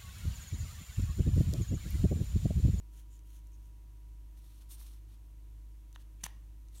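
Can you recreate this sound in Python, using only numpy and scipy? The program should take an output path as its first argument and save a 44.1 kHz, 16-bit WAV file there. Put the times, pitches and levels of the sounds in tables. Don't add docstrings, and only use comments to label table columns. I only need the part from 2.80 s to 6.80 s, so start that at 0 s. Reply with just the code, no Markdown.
import sys
import numpy as np
from scipy import signal
from scipy.fft import rfft, irfft
from scipy.io import wavfile
from scipy.ndimage import uniform_filter1d

SR = 44100
rng = np.random.default_rng(int(sys.argv[2]) if len(sys.argv) > 2 else 0)


def master_out(mix):
    frames = np.transpose(np.atleast_2d(mix))
    ceiling = np.clip(frames, -1, 1)
    pcm = np.round(ceiling * 32767).astype(np.int16)
    wavfile.write(sys.argv[1], SR, pcm)


N = 176400

# freq_hz, relative_db
AIR_SPECTRUM = [(20, -89), (27, -72), (34, -58), (45, -70.5), (66, -62), (82, -69), (120, -69.5),
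                (160, -74), (210, -79), (330, -81.5), (480, -89), (750, -91.5), (1050, -92.5),
                (1500, -96.5), (2800, -95.5), (4300, -98.5), (6100, -97), (7200, -98), (9500, -97),
                (13000, -97), (16000, -103)]
# pitch_hz, level_db, waver_db
HUM_TONES = [(103, -66.5, 1.5), (299, -79, 0), (322, -77.5, 1)]
# time_s, level_db
DRONE_ENVELOPE = [(0, -48), (.35, -50), (.65, -48), (1.1, -50), (1.4, -47.5), (1.75, -51), (2.05, -47),
                  (2.4, -50.5), (2.8, -47.3), (3.15, -50.5), (3.5, -48.5), (4, -49)]
# time_s, level_db
WHINE_ENVELOPE = [(0, -82), (1.5, -83), (2.3, -85.5), (3, -85.5), (4, -86.5)]
# low_hz, high_hz (capped below Nyquist), t60_s, gain_db
REVERB_BANDS = [(150, 630, 0.62, 0), (710, 1700, 0.5, -2.5), (1480, 3300, 0.39, -.5),
                (3200, 5600, 0.38, -3.5), (7900, 29000, 0.26, -5)]
# start_s, length_s, level_db, tilt_db_per_octave
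FINGER_STROKES = [(1.562, .04, -72, 2), (1.534, 0.39, -70, 0), (1.801, 0.028, -66, -1),
                  (1.885, 0.079, -57, 3.5), (1.99, 0.049, -63.5, 10), (1.887, 0.33, -63.5, 0),
                  (2.266, 0.12, -72, -1.5), (3.187, 0.046, -68, -0.5), (3.915, 0.12, -64.5, 0)]
# freq_hz, relative_db
SKIN_SPECTRUM = [(300, -8), (700, -6), (1150, -2.5), (2000, -6.5), (2900, -1.5), (3700, 1.5), (4900, -1),
                 (5600, 0.5), (7200, -3.5), (8900, 1.5), (9700, 0), (11200, 1), (12300, -3), (13000, 0.5),
                 (16000, -11)]
# start_s, length_s, level_db
DIAL_STROKES = [(0.107, 0.14, -66), (0.283, 0.13, -72), (0.441, 0.19, -67), (0.768, 0.15, -77.5)]
# freq_hz, relative_db
DIAL_SPECTRUM = [(400, -27), (1500, -4), (2300, -6), (3100, 1), (4900, -6.5), (6400, 3), (8000, -3),
                 (9700, 1.5), (13000, -3), (16000, -7)]
# start_s, length_s, level_db, pitch_hz
BIND_STROKES = [(0.293, .10, -70.5, 7130), (0.723, 0.045, -70.5, 6400), (1.901, 0.072, -58.5, 8970),
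                (3.143, 0.015, -65.5, 3820), (3.396, .03, -70, 2520), (3.447, 0.013, -48.5, 2850),
                (3.937, 0.074, -60, 8000)]
# start_s, length_s, level_db
SHACKLE_STROKES = [(3.151, 0.0098, -64), (3.407, 0.031, -68.5), (3.4337, 0.0326, -45.5)]
# freq_hz, relative_db
SHACKLE_SPECTRUM = [(150, 5), (400, -21), (1100, -5.5), (2000, -5), (2850, -1), (3600, -5), (4900, -10),
                    (6400, -2.5), (7800, -4), (10000, -1), (16000, -12.5)]
# pitch_hz, relative_db, t60_s
BODY_MODES = [(597, -21.5, 0.0053), (964, -16, 0.013), (1220, -13, 0.0071), (1820, -16, 0.009),
              (2440, -18.5, 0.0038), (2810, -13, 0.0058), (3700, -15, 0.0068), (4230, -20.5, 0.006),
              (6150, -5.5, 0.0093), (6930, -11.5, 0.01), (8200, -11, 0.0045), (9210, -10.5, 0.0063),
              (10500, -5.5, 0.0034), (13600, -12, 0.0028)]
# start_s, relative_db, low_hz, high_hz
CONTACTS = [(.392, -46.5, 2500, 11800), (.474, -45, 11000, 18000), (.671, -48.5, 5500, 18000),
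            (0.72, -53, 5500, 18000), (.807, -56, 1800, 9000), (.857, -51.5, 2000, 12000),
            (1.172, -59, 6000, 18000), (1.573, -42, 2200, 4500), (1.820, -44.5, 2500, 7960),
            (2.013, -33, 1000, 2400), (3.128, -43.5, 3500, 16900), (3.1598, -24.5, 400, 3860),
            (3.4353, -25, 400, 2200), (3.4381, -18.5, 590, 12500), (3.4399, -6, 7350, 8300),
            (3.4637, -16, 404, 2740), (3.4652, -29.5, 6500, 17000), (3.4655, -24.5, 690, 3260),
            (3.885, -44, 3000, 7940), (3.917, -58, 2500, 10100)]
# centre_hz, width_hz, depth_fraction
MIC_NOTCHES = [(4940, 460, .4), (7900, 590, 0.27), (10410, 500, .45)]

DIAL_SLIPS_PER_S, DIAL_SPREAD_DB = 5000, -1


def amp(db):
    return 10 ** (np.asarray(db) / 20)


def unit(x):
    return x / np.sqrt(np.mean(x ** 2))


def colour(x, spectrum, tilt_db_per_octave=0):
    octave = np.log2(np.maximum(np.fft.rfftfreq(N, 1 / SR), 1))
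    hz, db = np.array(spectrum).T
    inside = np.clip(octave, np.log2(hz[0]), np.log2(hz[-1]))
    shape_db = np.interp(inside, np.log2(hz), db) + tilt_db_per_octave * inside
    rolloff_db = 20 * np.abs(octave - inside)
    return unit(irfft(rfft(x) * amp(shape_db - rolloff_db), N))


def band(x, hz, kind):
    sos = signal.butter(2, np.minimum(hz, SR / 2 - 20), kind, fs=SR, output="sos")
    return signal.sosfilt(sos, x)


def wander(rate_hz):
    hold = int(SR / rate_hz)
    steps = np.repeat(rng.standard_normal(N // hold + 1), hold)
    return unit(uniform_filter1d(uniform_filter1d(steps, hold), hold)[:N])


def add(out, start_s, x):
    i = int(start_s * SR)
    out[i:i + len(x)] += x[:N - i]


def decay(t, t60_s):
    return np.exp(-np.log(1000) * t / t60_s)


def stroke(start_s, length_s, attack=0.35, release=0.42):
    progress = (np.arange(N) / SR - start_s) / length_s
    return np.clip(np.minimum(progress / attack, (1 - progress) / release), 0, 1)


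def friction(slips_per_s, spread_db, flutter_hz=110, flutter_db=1.5):
    slips = rng.random(N) < slips_per_s / SR
    size_db = spread_db * np.minimum(rng.exponential(size=N), 4)
    pressure_db = flutter_db * wander(flutter_hz)
    return slips * rng.standard_normal(N) * amp(size_db + pressure_db)


def tone(pitch_hz, rms_db, drift_hz=0.25):
    cycles = np.cumsum(pitch_hz + drift_hz * wander(rate_hz=4)) / SR
    return np.sqrt(2) * amp(rms_db) * np.sin(2 * np.pi * cycles)


def background(air_db=-64, drone_hz=51.9, whine_hz=962.6):
    t = np.arange(N) / SR
    air = amp(air_db) * colour(rng.standard_normal(N), AIR_SPECTRUM)
    hum = sum(tone(hz, db + waver_db * wander(rate_hz=6.05)) for hz, db, waver_db in HUM_TONES)
    drone = tone(drone_hz, np.interp(t, *np.array(DRONE_ENVELOPE).T))
    whine = tone(whine_hz, np.interp(t, *np.array(WHINE_ENVELOPE).T))
    return air + hum + drone + whine


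def room(x, gain_db=-10.5, buildup_s=0.02):
    t = np.arange(SR // 2) / SR
    tail = sum(amp(db) * band(rng.standard_normal(len(t)), [low_hz, high_hz], "band") * decay(t, t60_s)
               for low_hz, high_hz, t60_s, db in REVERB_BANDS)
    mid_t60_s = REVERB_BANDS[1][2]
    decay_energy = SR * mid_t60_s / np.log(1000) / 2
    tail *= np.minimum(t / buildup_s, 1) / np.sqrt(decay_energy)
    return amp(gain_db) * signal.fftconvolve(x, tail)[:N]


def fingers():
    grain = friction(slips_per_s=12000, spread_db=0.5)
    return sum(amp(db) * colour(grain, SKIN_SPECTRUM, tilt) * stroke(start_s, length_s)
               for start_s, length_s, db, tilt in FINGER_STROKES)


def dial():
    grain = colour(friction(DIAL_SLIPS_PER_S, DIAL_SPREAD_DB), DIAL_SPECTRUM)
    return grain * sum(amp(db) * stroke(start_s, length_s) for start_s, length_s, db in DIAL_STROKES)


def binds(width_hz=530):
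    out = np.zeros(N)
    grain = friction(DIAL_SLIPS_PER_S, DIAL_SPREAD_DB)
    for start_s, length_s, db, hz in BIND_STROKES:
        resonance = signal.lfilter(*signal.iirpeak(hz, hz / width_hz, fs=SR), grain)
        out += amp(db) * unit(resonance) * stroke(start_s, length_s)
    return out


def shackle():
    grain = colour(friction(slips_per_s=25000, spread_db=2), SHACKLE_SPECTRUM)
    return grain * sum(amp(db) * stroke(start_s, length_s, attack=0.05, release=0.05)
                       for start_s, length_s, db in SHACKLE_STROKES)


def jolt(start_s=3.434, length_s=0.02, pitch_hz=172, peak_db=-49):
    thump = np.sin(2 * np.pi * pitch_hz * (np.arange(N) / SR - start_s))
    return amp(peak_db) * thump * stroke(start_s, length_s, attack=0.11, release=0.7)


def clicks(crack_db=-3.5, crack_decay_s=0.0005):
    out = np.zeros(N)
    t = np.arange(SR // 10) / SR
    body = sum((-1) ** k * amp(db) * np.sin(2 * np.pi * hz * t) * decay(t, t60_s)
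               for k, (hz, db, t60_s) in enumerate(BODY_MODES))
    for start_s, relative_db, low_hz, high_hz in CONTACTS:
        crack = amp(crack_db) * rng.standard_normal(len(t)) * np.exp(-t / crack_decay_s)
        blunted = band(band(body + crack, high_hz, "low"), high_hz, "low")
        add(out, start_s, amp(relative_db) / 2 * band(blunted, low_hz, "high"))
    return out


def scene():
    floor = background()
    lock = dial() + binds() + fingers() + shackle() + jolt() + clicks()
    return (floor + lock + room(lock))[None]


def record(dry):
    cutoff_hz = 15850
    for hz, width_hz, depth in MIC_NOTCHES:
        dry = dry - depth * signal.lfilter(*signal.iirpeak(hz, hz / width_hz, fs=SR), dry)
    return signal.sosfilt(signal.ellip(10, .2, 70, cutoff_hz, fs=SR, output="sos"), dry)


dry = scene()
out = record(dry)
master_out(out)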